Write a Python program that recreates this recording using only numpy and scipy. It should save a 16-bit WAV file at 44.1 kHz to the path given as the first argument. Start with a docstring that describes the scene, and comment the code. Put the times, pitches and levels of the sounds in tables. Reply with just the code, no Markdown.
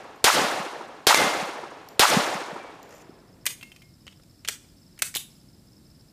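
"""An earth-banked shooting range among trees: three pistol shots at steel plates, and the tail of an earlier one.
Blasts are N-waves with noise cracks; band-filtered noise and pulse echoes form the long, lumpy answer of the banks.
Struck steel and brass are decaying sine modes, handling and landings are noise bursts, and thuds are smooth pulses.
Below lie a ricochet's falling sine, a rustle of rolling cases, paired cricket pulses and a filtered-noise background
of far rumble, hiss and insect drone, which sinks at each shot and comes back."""
import sys
import numpy as np
from scipy import signal
from scipy.io import wavfile

SR = 44100
rng = np.random.default_rng(int(sys.argv[2]) if len(sys.argv) > 2 else 0)


def nominal_scale(level):
    """Amplitude ratio for a level in decibels (scalar or array-like)."""
    x = np.asarray(level, float) / 20
    return 10 ** x


def int16_out(signal):
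    """Quantize to a 16-bit WAV file."""
    q = np.round(np.clip(np.atleast_2d(signal).T, -1, 1) * 32767)
    wavfile.write(sys.argv[1], SR, q.astype(np.int16))


N = 269892


def at_hz(points, hz):
    """Spectral interpolation: every column of a table, read on a logarithmic frequency axis."""
    points = np.array(points, float)
    return [np.interp(np.log(hz), np.log(points[:, 0]), column) for column in points.T[1:]]


def bands():
    """Constant-percentage-bandwidth analysis: third-octave filters, each with its centre/Hz."""
    edges = 22 * 2 ** np.arange(0, 30 / 3, 1 / 3)
    for low, high in zip(edges, edges[1:]):
        yield np.sqrt(low * high), signal.butter(2, [low, high], "band", fs=SR, output="sos")


def coloured(spectrum, length):
    """Spectral shaping: weighted bands of white noise add up to noise of rms 1."""
    settle = 8000   # samples for the filters to settle
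    white = rng.standard_normal((2, length + settle))
    out = np.zeros(length + settle)
    for k, (hz, sos) in enumerate(bands()):
        # neighbouring bands take independent noise
        out += nominal_scale(at_hz(spectrum, hz)[0]) * signal.sosfilt(sos, white[k % 2])
    out = out[settle:]
    return out / out.std()


def ring(clicks, hz, t60):
    """Damped resonance: a two-pole filter answers a unit click with a decaying sine of initial height 1."""
    radius, angle = nominal_scale(-60 / (t60 * SR)), 2 * np.pi * hz / SR
    denominator = [1, -2 * radius * np.cos(angle), radius * radius]
    return signal.lfilter([0, np.sin(angle)], denominator, clicks + 1e-18)


def add(out, s, sound):
    """Superposition: a sound is added at time s, cut at both ends of the output."""
    i = round(s * SR)
    piece = sound[max(-i, 0):len(out) - i]
    out[max(i, 0):max(i, 0) + len(piece)] += piece


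def struck(times, levels_db, modes, spread_db):
    """Modal excitation: each blow drives every mode, with a random strength where spread_db is not zero."""
    out = np.zeros(N)
    chance = rng.normal(0, spread_db, (len(times), len(modes)))
    for k, (hz, level_db, t60) in enumerate(modes):
        clicks = np.zeros(N)
        clicks[np.round(times * SR).astype(int)] = nominal_scale(levels_db + level_db + chance[:, k])
        out += ring(clicks, hz, t60)
    return out


def burst(t60, spectrum):
    """Impact noise: uneven coloured noise under an exponential decay, with a peak of about 1."""
    t = np.arange(round(.12 * SR)) / SR
    steps = rng.standard_normal(len(t) // 60 + 1)
    uneven = nominal_scale(2.6 * np.repeat(steps, 60)[:len(t)])
    onset = np.minimum(t / 0.001, 1)
    return 0.46 * coloured(spectrum, len(t)) * uneven * nominal_scale(-60 * t / t60) * onset


def thump(hz, cycles):
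    """Band-limited pressure pulse: a few cycles of a sine under a smooth hump."""
    t = np.arange(round(cycles * SR / hz)) / SR
    return np.hanning(len(t)) * np.sin(2 * np.pi * hz * t)


# Pistol shots, the first before the start: [t/s, echo level/dB, blast peak level/dB]
SHOTS = [(-.6, -1.5, -9), (0.2417, -0.5, -10.5), (1.068, 0, -14.5), (1.994, 0, -9.5)]


def shots(answers):
    """Muzzle blast: an N-wave and a bright crack, the crack reflected once by the ground, then the range."""
    out = np.zeros(N)
    blast = np.linspace(1, -1, round(0.00082 * SR))
    crack_spectrum = [(1000, -13.5), (3500, 3.5), (7000, -2), (15000, -9.5)]
    for (s, level_db, blast_db), answer in zip(SHOTS, answers):
        add(out, s, nominal_scale(level_db) * answer)
        add(out, s, nominal_scale(blast_db) * blast)
        for lag, crack_db in ((0, -2), (.0045, -4)):
            add(out, s + lag, nominal_scale(crack_db) * burst(0.013, crack_spectrum))
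    return out


# Scatter from the range, before colouring: [delay t/s, level/dB per Hz, bass level/dB over it]
SCATTER = [(0.0, -53, -7), (0.003, -51, 10), (0.012, -52.5, -17), (0.03, -49, -10), (0.059, -51.5, -28),
           (0.075, -57, -22), (0.1, -58, 0), (0.155, -54, -2), (0.2, -57, -9), (0.25, -59.5, -9.5),
           (0.33, -62, -4), (0.46, -69, -9), (0.55, -71, -3), (0.8, -80, 0), (1.4, -97, 9.5)]
# How far each pitch follows bass and treble: [f/Hz, bass share, treble share, own level/dB]
COLOUR = [(59.34, 1.1, 0.17, -16.5), (151, 1.5, 0, -5.5), (411, 0.76, 0, 4), (850, 0, 0, 3),
          (2570, 0.085, 0.51, 1), (5980, 0.062, 0.88, -1), (11500, 0.18, 1.216, -6.5), (15500, 0, 1.5, -16)]
TAIL_DB_PER_S = 30   # decay beyond the last scatter point
# leaves scatter the treble, which dies evenly; nearby leaves add a brighter start
TREBLE_DB, TREBLE_DB_PER_S, TREBLE_MOST_UNDER_DB = -56.5, 66, 24
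TREBLE_EARLY_DB, TREBLE_EARLY_S = 5.0, 0.05


def range_answer(lumpy_db):
    """Diffuse scattering: fixed ground gives each shot shared noise, while stirred air renews the treble."""
    delay, level_db, bass_db = np.transpose(SCATTER)
    t = np.arange(round(1.8 * SR)) / SR
    level = np.interp(t, delay, level_db) - TAIL_DB_PER_S * np.maximum(t - delay[-1], 0)
    lows = np.interp(t, delay, bass_db)
    treble_db = TREBLE_DB - TREBLE_DB_PER_S * t + TREBLE_EARLY_DB * np.exp(-t / TREBLE_EARLY_S)
    highs = np.maximum(treble_db - level, -TREBLE_MOST_UNDER_DB)
    settle = 4000   # samples for the filters to settle
    ground = rng.standard_normal((2, len(t) + settle))
    stirred = rng.standard_normal((2, len(SHOTS), len(t) + settle))
    lumps = rng.standard_normal((40, len(t) // 400 + 2))
    out = np.zeros((len(SHOTS), len(t)))
    unit = np.sqrt(SR / 2)   # brings white noise to 0 dB per Hz
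    for k, (hz, sos) in enumerate(bands()):
        bass, treble, own_db = at_hz(COLOUR, hz)
        fresh = np.clip(hz / 4000, .3, 1)
        mixed = np.sqrt(1 - fresh ** 2) * ground[k % 2] + fresh * stirred[k % 2]
        noise = signal.sosfilt(sos, mixed)[:, settle:]
        # three neighbouring bands share their lumps
        lump = np.interp(np.arange(len(t)) / 400, np.arange(lumps.shape[1]), lumps[k // 3])
        out += unit * noise * nominal_scale(level + bass * lows + treble * highs + own_db + lumpy_db * lump)
    return out + faces(len(t), count=24)


# Clearest faces of bank and trees, the same for every shot: [delay t/s, f/Hz, peak level/dB]
ECHOES = [(0.0195, 1280, -17), (0.0381, 1300, -12), (0.0395, 850, -16), (0.0599, 850, -20),
          (0.0603, 1300, -9.5), (0.1234, 1300, -17.5), (0.1297, 544, -17.5), (0.1465, 330, -22),
          (0.1755, 220, -27), (0.1969, 570, -23), (0.204, 222, -26), (0.212, 564, -23), (0.264, 554, -23.5),
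          (0.2825, 347, -27), (0.3324, 600, -27), (0.362, 200, -30), (0.4136, 500, -31), (0.4247, 340, -30),
          (0.4925, 350, -35), (0.5243, 550, -28.5), (0.5692, 850, -27), (0.5732, 1310, -31),
          (0.5732, 347, -35)]
# lesser faces at random: delays, pitches, then peak level at no delay, loss and half-range
FACE_FIRST_S, FACE_LAST_S, FACE_LOW_HZ, FACE_HIGH_HZ = 0.14, 0.8, 300, 1200
FACE_DB, FACE_DB_PER_S, FACE_SPREAD_DB = -22, 33, 3.5


def faces(length, count):
    """Discrete reflection: each face returns one dull pulse; the lesser ones weaken with delay."""
    where, pitch, size = rng.random((count, 3)).T
    delays = FACE_FIRST_S + (FACE_LAST_S - FACE_FIRST_S) * where
    pitches = FACE_LOW_HZ * (FACE_HIGH_HZ / FACE_LOW_HZ) ** pitch
    peaks = FACE_DB - FACE_DB_PER_S * delays + FACE_SPREAD_DB * (2 * size - 1)
    out = np.zeros(length)
    for s, hz, peak_db in [*ECHOES, *zip(delays, pitches, peaks)]:
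        wave = nominal_scale(peak_db) * thump(hz, cycles=3.0 + hz / 300)
        add(out, s - len(wave) / SR / 2, wave)   # centred on its delay
    return out


# Bullets striking earth: [t/s, peak level/dB, f/Hz]
THUDS = [(2.166, -11, 210), (2.525, -34, 203.4), (3.091, -35, 303)]
# One bullet on a steel plate: [t/s, crack peak level/dB, ring level/dB]
PLATE_HIT = (1.1443, 5, -21)
# Modes of the plate: [f/Hz, level/dB relative to the ring level, t60/s]
PLATE = [(2097, -3, 0.75), (2077, -8, 0.4), (2160, -12, 1.0), (2320, -12, .8), (3467, -9, 0.5),
         (3537, -12, 0.4), (4457, -15, 0.5), (6099, -11, 0.5), (8565, -18, .4)]
PLATE_ECHO_DB = -8
# a tumbling bullet whines away
WHINE_S, WHINE_LENGTH_S = 2.52, 0.25
WHINE_HZ, WHINE_FALL_HZ_PER_S, WHINE_DB = 2480, 1400, -51


def bullets():
    """Impact radiation: modal ringing of a plate, pressure pulses in earth, and a ricochet's falling tone."""
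    s, crack_db, ring_db = PLATE_HIT
    out = struck(np.array([s]), ring_db, PLATE, spread_db=0)
    out = out + nominal_scale(PLATE_ECHO_DB) * near_banks(out)
    crack_spectrum = [(120, -35), (600, -11), (2500, -9), (8000, -21.5), (15000, -32)]
    add(out, s, nominal_scale(crack_db) * burst(0.011, crack_spectrum))
    for s, peak_db, hz in THUDS:
        add(out, s, nominal_scale(peak_db) * thump(hz, cycles=3.16))
    t = np.arange(round(WHINE_LENGTH_S * SR)) / SR
    flutter = 1 + .5 * np.sin(2 * np.pi * 14 * t)
    whine = np.sin(2 * np.pi * np.cumsum(WHINE_HZ - WHINE_FALL_HZ_PER_S * t) / SR)
    add(out, WHINE_S, nominal_scale(WHINE_DB) * np.hanning(len(t)) * flutter * whine)
    return out


# Contacts of magazine and slide: [t/s, clatter level/dB, main f/Hz,
# treble tilt/dB per octave above 3 kHz, bass tilt/dB per octave below 3 kHz]
HANDLING = [(3.455, -17, 2040, 4, -3), (3.464, -9, 2200, -2, -6), (3.466, -16, 3700, -6, -4),
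            (4.067, -36, 3105, -10, 2), (4.078, -33, 3230, -15, -.5), (4.124, -42, 3550, -6, 7),
            (4.197, -45, 1760, -10, 11), (4.234, -48, 2500, -2.5, -2), (4.448, -25, 2740, -9.5, 1),
            (4.476, -20.5, 3410, -2.5, -.5), (4.485, -12, 2340, -2.5, 2.5), (4.646, -46, 2357, -10, 5),
            (4.977, -40.5, 2035, -10.5, 1), (4.99, -27, 2400, -1, -3), (5.02, -8.5, 2500, -2, -1),
            (5.141, -24.5, 2320, -7, -2), (5.15, -17, 4790, 1.5, -4.5), (5.157, -16.5, 2430, -3.5, .5),
            (5.166, -13, 3820, 3, -2), (5.19, -28, 3700, 8.5, 1.5)]
# Clatter spectrum before tilting: [f/Hz, relative level/dB per Hz]
CLATTER = [(180, -47), (300, -17), (863, -15.5), (2100, -9.5), (3450, 1.5), (3690, 2), (4140, -7),
           (6790, -2), (15500, -9)]
# The slide rings as it shuts: [t/s, ring level/dB]
SLIDE_SLAM = (5.166, -33)
# Modes of the slide: [f/Hz, level/dB relative to the ring level, t60/s]
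STEEL = [(2686, -10, 0.15), (3704, -4, 0.2), (5798, -8, 0.12), (6745, -6, 0.14), (9324, -10, 0.15),
         (10170, -10, 0.2), (10530, -8, 0.2), (10420, -9, .2), (11480, -10, 0.15)]
CLATTER_T60_S, CLATTER_S_PER_DB = 0.056, 0.0007   # harder contacts last longer
TONE_SHARE, TONE_T60_S = 0.4, 0.004


def handling():
    """Contact excitation: steel on steel and polymer gives tilted noise that drives one strong resonance."""
    s, level_db = SLIDE_SLAM
    out = struck(np.array([s]), level_db, STEEL, spread_db=0)
    hz_points, db_points = np.transpose(CLATTER)
    octaves = np.log2(hz_points / 3000)
    for s, peak_db, hz, treble_db, bass_db in HANDLING:
        tilt = treble_db * np.maximum(octaves, 0) + bass_db * np.maximum(-octaves, 0)
        t60 = np.clip(CLATTER_T60_S + CLATTER_S_PER_DB * peak_db, .005, .1)
        clatter = burst(t60, np.transpose([hz_points, db_points + tilt]))
        tone = ring(clatter, hz, TONE_T60_S)
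        add(out, s, nominal_scale(peak_db) * (clatter + TONE_SHARE * tone / abs(tone).max()))
    return out


def drops(events, modes, t60, spectrum):
    """Impact of light metal: a broadband tick and unevenly driven modes."""
    s, peak_db, ring_db = np.transpose(events)
    out = struck(s, peak_db + ring_db, modes, spread_db=6.5)
    for when, level_db in zip(s, peak_db):
        add(out, when, nominal_scale(level_db) * burst(t60, spectrum))
    return out


# The empty magazine bounces: [t/s, tick peak level/dB, ring level/dB relative to the tick]
BOUNCES = [(3.505, -32, -9), (3.6112, -40, -8), (3.6282, -34, -11), (3.7184, -41, -8), (3.7615, -40, -12),
           (3.8193, -44, -7)]
# Modes of the magazine: [f/Hz, level/dB relative to the ring level, t60/s]
MAGAZINE = [(2143, -14, 0.25), (2374, -6, 0.07), (2520, -5, 0.05), (2700, -5, 0.05), (3112, -6, 0.04)]


def magazine_bounces():
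    """Repeated impact: every bounce gives a noise burst and rings the magazine's modes."""
    return drops(BOUNCES, MAGAZINE, 0.042, [(1000, -4.5), (2600, 5.0), (6000, -1), (14000, -8)])


# Cases landing on gravel: [t/s, tick peak level/dB, ring level/dB relative to the tick]
CASES = [(0.1594, -44, -24), (1.8866, -24, -28.5), (2.829, -32, -38), (2.8574, -47, -29),
         (2.8923, -37, -23.5), (2.9398, -42, -22), (2.9496, -45, -22), (2.9834, -52, -22),
         (3.0154, -49, -22)]
# Modes of a brass case: [f/Hz, level/dB relative to the ring level, t60/s]
BRASS = [(7170, -5.5, 0.25), (7130, -5.5, .3), (11800, -6.5, .12)]


def cases_on_gravel():
    """Modal radiation of a small shell: a short tick and a thin brass ring."""
    return drops(CASES, BRASS, 0.01, [(2000, -26.5), (5500, 11.5), (9000, -11.5), (14000, 1)])


NEAR_RISE_S, NEAR_SAG_DB_PER_S, NEAR_LAST_S, NEAR_END_S = 0.022, 90, 0.07, 0.009
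NEAR_LATE_DB, NEAR_LATE_T60_S = -8.5, 0.65


def near_banks(x):
    """Reverberation by convolution: scatter swells, sags until the last bank answers, then lingers faintly."""
    t = np.arange(0, .45, 1 / SR)
    banks = nominal_scale(-NEAR_SAG_DB_PER_S * t) / (1 + np.exp((t - NEAR_LAST_S) / NEAR_END_S))
    late = nominal_scale(NEAR_LATE_DB - 60 * t / NEAR_LATE_T60_S)
    shape = np.minimum(t / NEAR_RISE_S, 1) ** 2 * (banks + late)
    tail = coloured([(300, -9.5), (3000, -2), (8000, 1.5), (15000, -2.5)], len(t)) * shape
    return signal.fftconvolve(x, tail / np.sqrt(np.sum(tail ** 2)))[:N]   # unit energy


ROLL_S, ROLL_LENGTH_S, ROLL_FADE_S, ROLL_DB = 2.875, 0.17, 0.025, -60


def rolling():
    """Granular friction: cases rolling in gravel give a short rustle of noise with a stepped random level."""
    t = np.arange(0, ROLL_LENGTH_S, 1 / SR)
    steps = rng.standard_normal(len(t) // 200 + 1)
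    grit = nominal_scale(3.7 * np.repeat(steps, 200)[:len(t)])
    shape = np.clip(np.minimum(t, ROLL_LENGTH_S - t) / ROLL_FADE_S, 0, 1) ** 2
    spectrum = [(1200, -11), (2300, 7), (4000, -13), (6000, 3), (8000, -7.5), (15000, -16)]
    out = np.zeros(N)
    add(out, ROLL_S, grit * shape * nominal_scale(ROLL_DB) * coloured(spectrum, len(t)))
    return out


# Runs of cricket chirps: [first t/s, run length/s, mean pulse peak level/dB]
CHIRP_RUNS = [(2.902, .03, -62), (2.994, .22, -59), (3.276, .07, -59), (3.41, .03, -60),
              (3.697, .25, -58.5), (4.004, .07, -59.5), (4.11, .07, -56), (4.219, .03, -58.5),
              (4.294, .12, -56.5), (4.635, .07, -56.5), (4.767, .21, -56.5), (5.302, .115, -55.5),
              (5.483, .115, -57), (5.668, .115, -55.5), (5.85, .16, -55), (6.082, .03, -53.5)]
CHIRP_EVERY_S = 0.0478


def crickets():
    """Frequency-modulated pulses: evenly spaced chirps, each of two tones that slide down in pitch."""
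    out = np.zeros(N)
    t = np.arange(round(0.01 * SR)) / SR
    chance = rng.standard_normal((len(CHIRP_RUNS), 8, 2))
    for (first, length, peak_db), run in zip(CHIRP_RUNS, chance):
        for s, slips in zip(first + np.arange(0, length, CHIRP_EVERY_S), run):
            for lag, slip in zip((0, .0125), slips):
                hz = 5600 + 40 * slip - 90000 * t
                pulse = np.hanning(len(t)) * np.sin(2 * np.pi * np.cumsum(hz) / SR)
                add(out, s + lag, nominal_scale(peak_db + 1.5 * slip) * pulse)
    return out


# Spectrum of far rumble and hiss: [f/Hz, relative level/dB per Hz]
AIR = [(15, -31), (25, -13.5), (48, -5), (144, 0), (274, -6.5), (368, -10), (399, -18.5), (482, -17.5),
       (871, -24.5), (2920, -32.5), (5140, -24), (5880, -33.5), (7500, -29.5), (15500, -35)]
AIR_DB = -54.5   # rms before sinking, as is the drone's
DRONE_HZ, DRONE_WIDTH_HZ, DRONE_DB = 7550, 300, -77
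SINK_DB, RECOVER_S = -33.5, 0.49


def background():
    """Stationary noise under a varying gain: rumble, hiss and insect drone sink at each shot and come back."""
    edges = [DRONE_HZ - DRONE_WIDTH_HZ / 2, DRONE_HZ + DRONE_WIDTH_HZ / 2]
    drone = signal.sosfilt(signal.butter(2, edges, "band", fs=SR, output="sos"), rng.standard_normal(N))
    t = np.arange(N) / SR
    sinks = [SINK_DB * np.exp(-np.maximum(t - s, 0) / RECOVER_S) * (t > s) for s, *levels in SHOTS]
    sink_db = np.min(sinks, axis=0)   # the deepest one holds
    return nominal_scale(sink_db) * (nominal_scale(AIR_DB) * coloured(AIR, N) + nominal_scale(DRONE_DB) * drone / drone.std())


def scene():
    """Linear superposition: all sources, with near-bank scatter of the small noises, alike in both channels."""
    near = handling() + cases_on_gravel() + magazine_bounces()
    far = shots(range_answer(lumpy_db=1.5)) + bullets()
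    mono = far + near + nominal_scale(-11.5) * near_banks(near) + rolling() + crickets() + background()
    return np.array([mono, mono])


def band_limit(x):
    """A steep low-pass at the top of the band."""
    return signal.sosfilt(signal.butter(12, 16620, fs=SR, output="sos"), x)


def record(dry):
    """Saturation and band limitation: peaks are rounded, then the top is cut."""
    rounded = np.tanh(dry)
    top_cut = signal.cheby2(12, 40, 15700, fs=SR, output="sos")   # 40 dB down from 15.7 kHz
    mix = signal.sosfilt(top_cut, rounded)
    return band_limit(mix)


dry = scene()
out = record(dry)
int16_out(out)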